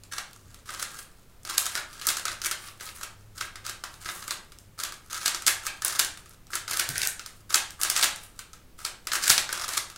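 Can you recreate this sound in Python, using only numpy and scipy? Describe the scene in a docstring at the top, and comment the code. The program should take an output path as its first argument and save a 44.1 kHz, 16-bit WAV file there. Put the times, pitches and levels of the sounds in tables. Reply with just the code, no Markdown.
"""In a small, fairly live room, a plastic speed cube is turned in quick flurries above a desk.
Each turn is a run of tiny ticks that slide, rattle and get harder as the pieces mesh; then the fingers regrip.
Pieces land with clacks: a few tiny contacts that crack in the thin shells and knock in the cavities.
Fingertips brush the faces with a fine hiss, and the cube gives dull bumps made of low noise.
The room adds a dense tail of fading noise; under it all lie a low, wavering hum and faint room noise."""
import sys
import numpy as np
from scipy import signal
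from scipy.fft import rfft, irfft
from scipy.io import wavfile
from scipy.ndimage import uniform_filter1d

SR = 44100
rng = np.random.default_rng(int(sys.argv[2]) if len(sys.argv) > 2 else 0)


def put_to_file(sound):
    """Save the sound as 16-bit audio at rate SR, in the file named by the first command-line argument."""
    columns = np.atleast_2d(sound).T  # one column per channel
    safe = np.clip(columns, -1, 1)
    whole_steps = np.round(safe * 32767)
    wavfile.write(sys.argv[1], SR, whole_steps.astype(np.int16))


N = 439677  # length in samples


def undb(db):
    """Turn decibels into a gain."""
    return 10 ** (np.asarray(db) / 20)


def unit(x):
    """Scale to an energy of one."""
    return x / np.sqrt(np.sum(x ** 2) + 1e-18)


def level(x, db):
    """Scale to an average (rms) level in dB."""
    return unit(x) * np.sqrt(len(x)) * undb(db)


def add(out, s, x):
    """Mix x into out at time s."""
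    i = max(0, int(s * SR))
    out[i:i + len(x)] += x[:max(0, len(out) - i)]


def fade(t, t60):
    """Die away freely, by 60 dB in t60 seconds."""
    return np.exp(-np.log(1000) * t / t60)


def spectrum(points, size):
    """Draw a smooth dB curve through (pitch_hz, level_db) points, over the bins of a transform."""
    hz, db = np.transpose(points)
    return np.interp(np.log(np.fft.rfftfreq(size, 1 / SR) + 1), np.log(hz), db)


def walk(rate):
    """Wander at random with an rms of one, heading for a new value about rate times per second."""
    k = int(SR / rate)
    steps = np.repeat(rng.standard_normal(N // k + 1), k)
    return level(uniform_filter1d(steps, k)[:N], 0)


LEAD_S = 0.005  # pieces graze this long before they snap home


def contacts(edge_db=0, graze=1, chatter_t60=0.032, snap_t60=0.0034, snap_db=-2.0,
             graze_t60=0.013, vary=0.15, crispen=0.4, size=1024):
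    """Pieces graze, the main contact snaps, then loose neighbours chatter; an edge snaps more cleanly."""
    t = np.arange(size) / SR - LEAD_S
    before, after = np.maximum(-t, 0), np.maximum(t, 0)
    snap, chatter = rng.standard_normal((2, size))
    touching = rng.random(size) < 0.2  # loose pieces touch only now and then
    slack, force = np.exp(vary * rng.standard_normal(2))
    crisp = undb(crispen * edge_db)
    grazing = fade(before, graze * graze_t60 / crisp)
    settling = fade(after, chatter_t60 * slack / crisp)
    loose = unit(chatter * touching * grazing * settling)
    main = unit(snap * (t >= 0) * fade(after, snap_t60))
    return loose + main * force * crisp * undb(snap_db)


# crack of the thin shells, before it is tilted brighter or duller: pitch_hz [Hz], level_db [dB]
SHELL_CRACK = [(100, -25), (350, -26.5), (800, -16.5), (2000, -7.5), (2800, -4.5), (3900, -1), (5000, 1),
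               (7200, -1), (9000, -3), (11000, -6.5), (15000, -14)]


def shell(bright_db, hinge_hz=6800, size=256):
    """A contact cracks in the thin shells; a brighter one lifts the treble and lowers the rest."""
    hz = np.fft.rfftfreq(size, 1 / SR)
    tilt = np.tanh(2.1 * np.log((hz + 1) / hinge_hz))
    db = spectrum(SHELL_CRACK, size) + 0.39 * bright_db * tilt
    # minimum phase: the sound starts at once and rings afterwards
    cepstrum = irfft(np.log(undb(db)))
    cepstrum[1:size // 2] *= 2
    cepstrum[size // 2 + 1:] = 0
    return irfft(np.exp(rfft(cepstrum)))


# ringing air and walls of the hollow pieces, before random spread:
# pitch_hz [Hz], t60_s (time to fade by 60 dB) [s], level_db [dB]
HOLLOW_RINGS = [(1248, 0.046, -3), (1324, 0.027, 2.5), (1437, 0.021, -3.5), (1595, 0.047, -2.5),
                (1825, 0.0092, -2), (2100, 0.018, -4.5), (353, 0.031, -16.5), (560, 0.024, -16.5)]
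# moments when a firm grip raises the pitch of the cavities: peak_s [s], rise_semitones [semitones]
GRIP_SQUEEZES = [(1.79, 1.35), (2.46, 0.6), (7.011, 4.06), (9.3, 1.15)]
SQUEEZE_S = 0.074  # the rise falls to about a third this long before and after its peak


def hollow(s, force_db, scatter_db=2.5, detune=0.035, stiffen=0.21, build_s=0.00027, size=2048):
    """Hollow pieces knock at time s; the grip shifts their pitch, and hard blows favour the upper rings."""
    hz, t60, db = np.transpose(HOLLOW_RINGS)[:, :, None]
    t = np.arange(size) / SR
    shift, weight, side = rng.standard_normal((3, len(HOLLOW_RINGS), 1))
    upper = np.clip(np.log2(hz / 1450) * 4, -1, 1)
    gain = undb(db + scatter_db * weight + stiffen * force_db * upper) * np.sign(side)
    semitones = sum(rise * np.exp(-((s - peak) / SQUEEZE_S) ** 2) for peak, rise in GRIP_SQUEEZES)
    pitch_hz = hz * 2 ** (semitones / 12) * (1 + detune * shift)
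    ring = np.sum(gain * fade(t, t60) * np.sin(2 * np.pi * pitch_hz * t), axis=0)
    return ring * (1 - np.exp(-t / build_s))


KNOCK_DB = -9.5  # knock of a blow with edge_db 0, against its crack
RESTING_GRAZE = 0.2  # share of the graze time that is left when no layer is moving
# pieces striking each other: start_s [s], crack_db (averaged over about 1 ms) [dB],
# edge_db (above 0 a sharp edge ticks, below 0 a flat face knocks) [dB]
LANDINGS = [(0.036, -38, 4), (0.1826, -24.5, -5.5), (0.332, -39.5, 10), (0.545, -37.5, 0),
            (0.6913, -30, -13), (0.748, -29, -7), (0.7965, -25.5, -2), (0.827, -19.5, -0.5),
            (1.433, -43, 10), (1.451, -28.5, -3), (1.4987, -21.5, -5.5), (1.5809, -7, 9), (1.657, -20.5, 2),
            (1.6654, -18.5, -1.5), (1.7535, -18.5, -4), (1.776, -23, -11), (1.9306, -37.5, 7),
            (2.0142, -28.5, -3), (2.0693, -11.5, 23), (2.0731, -16.5, -5.5), (2.0886, -11.5, 1),
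            (2.103, -18, 4), (2.1703, -19, -0.5), (2.254, -17.5, -5.5), (2.282, -21, -7.5),
            (2.4175, -23, -1), (2.4471, -20.5, 3), (2.5128, -16.5, -4), (2.8093, -30, -7), (2.866, -36, -5),
            (3.0122, -34, -11.5), (3.0328, -24.5, -5.5), (3.381, -29.5, -5), (3.4113, -20.5, -9),
            (3.557, -31, -7), (3.6656, -23.5, -2), (3.6959, -23.5, -3.5), (3.8385, -24.5, -8.5),
            (3.941, -38, -5), (4.059, -27, -10), (4.0897, -24.5, -9), (4.225, -31, -7), (4.28, -24.5, -6),
            (4.309, -17.5, -2), (4.3237, -30, 2), (4.5206, -38.5, -3), (4.587, -38, 13),
            (4.8006, -24.5, -2), (4.8363, -18, 2.5), (4.8519, -28.5, -7), (4.923, -30.5, -5.5),
            (4.941, -37, 7), (5.145, -25, -2), (5.215, -29, -2), (5.2596, -10.5, 1), (5.2794, -12.5, -1),
            (5.347, -18.5, -1.5), (5.4218, -27.5, -2), (5.4662, -17, 7), (5.4739, -14.5, -5),
            (5.6672, -17.5, -4.5), (5.821, -22.5, -6.5), (5.8483, -11, 5), (5.881, -17.5, 5),
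            (5.9939, -8.5, 8), (5.9983, -10.5, -3), (6.0473, -19, 6), (6.174, -34, 0), (6.259, -42, -8),
            (6.2943, -41.5, 23), (6.469, -44, 2), (6.534, -24.5, -10), (6.5549, -16.5, 0),
            (6.679, -24, -6.5), (6.712, -18.5, -3.5), (6.772, -17.5, 8), (6.7969, -11, 0),
            (6.8903, -18.5, 15), (6.9574, -25.5, -11.5), (6.9804, -16, 4), (7.0175, -16.5, 5),
            (7.032, -16, 1), (7.052, -21, 14), (7.073, -12.5, 25), (7.1951, -27, -4.5), (7.2617, -27.5, 0),
            (7.5059, -26, -8), (7.5442, -6, 0.5), (7.557, -11.5, 6), (7.706, -32, 7), (7.8148, -17, 7),
            (7.8341, -11, 5), (7.8495, -19, -7), (7.9004, -10.5, 7.5), (7.9644, -13, 1), (7.976, -15.5, 2),
            (8.0277, -10.5, 3), (8.034, -10.5, 1), (8.0425, -10, 1), (8.16, -29, -1), (8.3916, -27, -4),
            (8.5324, -35.5, -6), (8.8507, -17, -1), (9.0708, -20, -3), (9.1178, -17.5, -6),
            (9.1345, -17.5, -5), (9.1544, -18, -8), (9.2797, -10.5, 6), (9.2978, -8, 11),
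            (9.3015, -0.5, 3.5), (9.3793, -9, 2), (9.4917, -26, -12.5), (9.5283, -17.5, -3.5),
            (9.6901, -21, -3), (9.777, -14, 6.5), (9.9002, -34, -3), (9.9606, -33.5, -4)]


def clacks(firm_db=-25, colour_db=7.0):
    """Each landing cracks in the shells and knocks in the cavities; an edge is brighter and knocks less."""
    out = np.zeros(N)
    for s, db, edge_db in LANDINGS:
        bright_db = edge_db + colour_db * rng.standard_normal()
        knock_db = db + KNOCK_DB - edge_db
        moving = any(start + LEAD_S < s < end + LEAD_S for start, end, *_ in LAYER_TURNS)
        touch = contacts(edge_db, 1 if moving else RESTING_GRAZE)
        crack = signal.fftconvolve(touch, shell(bright_db))
        knock = hollow(s, knock_db - firm_db)
        add(out, s - LEAD_S, unit(crack) * undb(db))
        add(out, s, unit(knock) * undb(knock_db))
    return out * np.sqrt(SR // 1000)  # energy of one spread over about 1 ms


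MESH_S = 0.0097  # how sharply the mesh sets in: a third of its rise this long before the end
BITE_S = 0.0028  # the first push only rattles; the scrape bites as the layer gathers speed


def sliding(start, end, db, rate, mesh_db, bright_db, spread_db=6.5, scrape_db=-2.5, rattle_db=-6.0,
            firm_db=-36, harden=0.37, count=4, size=256):
    """A layer catches and slips in tiny ticks; light strokes rattle the cavities, hard ones scrape."""
    length = end - start
    when, hardness, side = rng.random((size, 3))[:count + int(rate * length)].T
    times = length * when
    effort_db = mesh_db * np.exp((times - length) / MESH_S)
    chance_db = spread_db * np.minimum(-np.log(1 - hardness), 3)
    strength = undb(chance_db + effort_db) * np.sign(side - 0.5)
    # several pieces share the ticks, each with its own chatter
    ticks = np.zeros((count, int(length * SR) + 1))
    ticks[np.arange(len(times)) % count, (times * SR).astype(int)] = strength
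    touches = sum(signal.fftconvolve(piece, contacts()) for piece in ticks)
    scrape = signal.fftconvolve(touches, shell(bright_db))[int(LEAD_S * SR):]
    scrape = scrape * (1 - np.exp(-np.arange(len(scrape)) / SR / BITE_S))
    middle = (start + end) / 2
    rattle = sum(signal.fftconvolve(piece, hollow(middle, db - firm_db)) for piece in ticks)
    out = undb(rattle_db - harden * max(db - firm_db, 0)) * unit(rattle)
    add(out, 0, undb(scrape_db) * unit(scrape))
    return out * undb(db) * np.sqrt(length * SR)


SLIDE_RATE = 430  # ticks per s while a layer turns, plus a few
MESH_DB = 11  # the ticks get this much stronger by the end of a turn
REGRIP_S = (0.087, 0.35)  # the regrip starts and ends this long after the turn
REGRIP_DB, REGRIP_MAX_DB = -24.5, -61  # regrip setting: dB against the turn, and its highest value
REGRIP_RATE, REGRIP_BRIGHT_DB = 160, 9.0  # light ticks per s, plus a few, and their brightness setting
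# turns of a layer: start_s [s], end_s [s], level_db (before the scrape and rattle shares) [dB],
# brightness_db (setting for the shell's tilt) [dB]
LAYER_TURNS = [(0.113, 0.185, -36.5, -1), (0.492, 0.6, -62.5, -0.5), (0.65, 0.831, -41.5, 4),
               (0.874, 0.991, -44.5, 7), (1.453, 1.584, -38, -4), (1.599, 1.785, -40, 9),
               (1.899, 1.999, -48, -1), (2.011, 2.107, -37.5, -1), (2.124, 2.198, -41, 5),
               (2.249, 2.332, -42, 3), (2.432, 2.469, -27.5, 7), (2.592, 2.699, -48.5, -22),
               (2.796, 2.898, -46, -14), (2.954, 3.04, -45.5, 15), (3.348, 3.42, -46, 10),
               (3.642, 3.7, -41, -6), (3.997, 4.103, -43.5, 5), (4.109, 4.324, -46.5, 14),
               (4.777, 4.858, -39, 3), (5.098, 5.269, -36.5, 2), (5.46, 5.482, -16, 10),
               (5.618, 5.669, -40.5, 5), (5.85, 6.003, -34.5, 2), (6.503, 6.559, -36.5, 14),
               (6.682, 6.81, -33.5, 5), (6.839, 7.076, -39, 2), (7.492, 7.558, -32, 8),
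               (7.791, 7.907, -37.5, 20), (7.944, 8.042, -28.5, 1), (8.776, 8.864, -42, 5),
               (9.115, 9.17, -30.5, 8), (9.21, 9.306, -27, 2.5), (9.499, 9.649, -35.5, -3),
               (9.677, 9.783, -31, 5)]


def turns():
    """Each turn slides until its pieces mesh; then loose layers stir faintly as the fingers regrip."""
    out = np.zeros(N)
    for start, end, db, bright_db in LAYER_TURNS:
        add(out, start, sliding(start, end, db, SLIDE_RATE, MESH_DB, bright_db))
        release, grip = end + np.array(REGRIP_S)
        regrip_db = min(db + REGRIP_DB, REGRIP_MAX_DB)
        add(out, release, sliding(release, grip, regrip_db, REGRIP_RATE, 0, REGRIP_BRIGHT_DB))
    return out


# tone of skin on smooth plastic, shape only: pitch_hz [Hz], level_db [dB]
SKIN_TONE = [(300, -33), (2000, -6), (6000, -6), (9500, 1), (12000, -4), (15500, -8)]
# fingertips brushing over the faces: start_s [s], end_s [s], level_db (mid-stroke, before the catches) [dB]
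FINGER_BRUSHES = [(0.962, 1.055, -49), (1.848, 2.006, -60), (2.577, 2.734, -49.5), (2.79, 2.94, -47.5),
                  (2.943, 2.98, -46.5), (3.413, 3.474, -47), (3.88, 4.014, -60), (4.055, 4.23, -47),
                  (8.197, 8.29, -52.5), (7.33, 7.405, -64)]


def brushes(catch_db=3.0, catch_rate=150):
    """Skin brushes a face: a fine hiss that swells, catches unevenly and fades."""
    strokes = np.zeros(N)
    noise = irfft(rfft(rng.standard_normal(N)) * undb(spectrum(SKIN_TONE, N)), N)
    hiss = level(noise, 0) * undb(catch_db * walk(catch_rate))
    for start, end, db in FINGER_BRUSHES:
        swell = np.sin(np.linspace(0, np.pi, int((end - start) * SR)))
        add(strokes, start, undb(db) * swell)
    return strokes * hiss


# dull bumps of the cube in the hands: start_s [s], level_db (before it fades) [dB],
# t60_s (time to fade by 60 dB) [s], top_hz (upper edge of the rumble) [Hz]
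HAND_BUMPS = [(6.888, -36.5, 0.45, 137), (9.301, -36.5, 0.1, 330)]


def bumps(low_hz=60):
    """A soft bump sets off a short low rumble of filtered noise."""
    out, t = np.zeros(N), np.arange(SR // 2) / SR
    for s, db, t60, top_hz in HAND_BUMPS:
        band = signal.butter(2, [low_hz, top_hz], "band", fs=SR, output="sos")
        rumble = signal.sosfilt(band, rng.standard_normal(len(t)))
        add(out, s, level(rumble, db) * fade(t, t60))
    return out


# reverberation by pitch: pitch_hz [Hz], t60_s (time to fade by 60 dB) [s], level_db [dB]
ROOM_TAIL = [(150, 0.59, 0.5), (467, 0.46, 3), (790, 0.43, 8.5), (1290, 0.49, -6), (2030, .38, 3),
             (5030, 0.34, -6), (8350, 0.3, -3), (15200, 0.17, -6)]


def room(x, gap_s=0.002, build_s=0.0069, size=32768):
    """Boxes and walls return a dense tail of fading noise; the highest treble dies first."""
    t, hz = np.arange(size) / SR, np.fft.rfftfreq(size, 1 / SR)
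    noise, response = rfft(rng.standard_normal(size)), 0
    centres = np.log([row[0] for row in ROOM_TAIL])
    for band, (_, t60, db) in zip(np.eye(len(ROOM_TAIL)), ROOM_TAIL):
        share = np.interp(np.log(hz + 1), centres, band)  # neighbouring bands blend into each other
        envelope = unit(fade(t, t60) * np.clip((t - gap_s) / build_s, 0, 1))
        response = response + undb(db) * envelope * irfft(noise * share)
    return signal.oaconvolve(x, response)[:N]


AIR_DB = -54  # level of the whole room noise
# tone of the room noise, shape only: pitch_hz [Hz], level_db [dB per Hz]
AIR_TONE = [(25, 2.5), (90, -9), (160, -8), (250, -14.5), (400, -16.5), (700, -22), (1300, -25.5),
            (5000, -31), (15000, -34)]
# lower and upper hum, before the swell: pitch_hz [Hz], level_db [dB]
HUM_TONES = [(70, -65), (102, -61)]
# the upper hum swells and sinks: time_s [s], change_db [dB]
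UPPER_HUM_SWELL = [(0, 3), (0.9, -2), (1.2, -2.5), (2.0, -4.5), (2.5, 4), (3.0, 0), (3.7, 4.5), (4.4, -3),
                   (5.0, -5), (5.7, 4), (6.3, 1), (7.5, 0), (8.7, -4.5), (9.9, -2)]


def background(waver_db=3.5, drift=0.84):
    """Steady noise fills the room over two low sine hums that waver in level and phase."""
    t = np.arange(N) / SR
    air = irfft(rfft(rng.standard_normal(N)) * undb(spectrum(AIR_TONE, N)), N)
    hums = []
    for hz, db in HUM_TONES:
        tone = np.sin(2 * np.pi * hz * t + drift * walk(14))
        hums.append(level(tone * undb(waver_db * walk(9.3)), db))
    lower, upper = hums
    swell_db = np.interp(t, *np.transpose(UPPER_HUM_SWELL))
    return level(air, AIR_DB) + lower + upper * undb(swell_db)


def scene(count=3):
    """The cube radiates a different pattern each way: one reaches the microphone, all excite the room."""
    skin = brushes()
    directions = [clacks() + turns() + skin for _ in range(count)]
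    tail = sum(room(sound) for sound in directions) / np.sqrt(count)
    return (directions[0] + tail + bumps() + background())[None]


TOP_HZ = 15700  # highest pitch that gets through


def record(dry):
    """Peaks beyond full scale clip; then the top is cut steeply."""
    top_cut = signal.ellip(8, 0.2, 70, TOP_HZ, fs=SR, output="sos")
    return signal.sosfilt(top_cut, np.clip(dry, -1, 1))


dry = scene()
out = record(dry)
put_to_file(out)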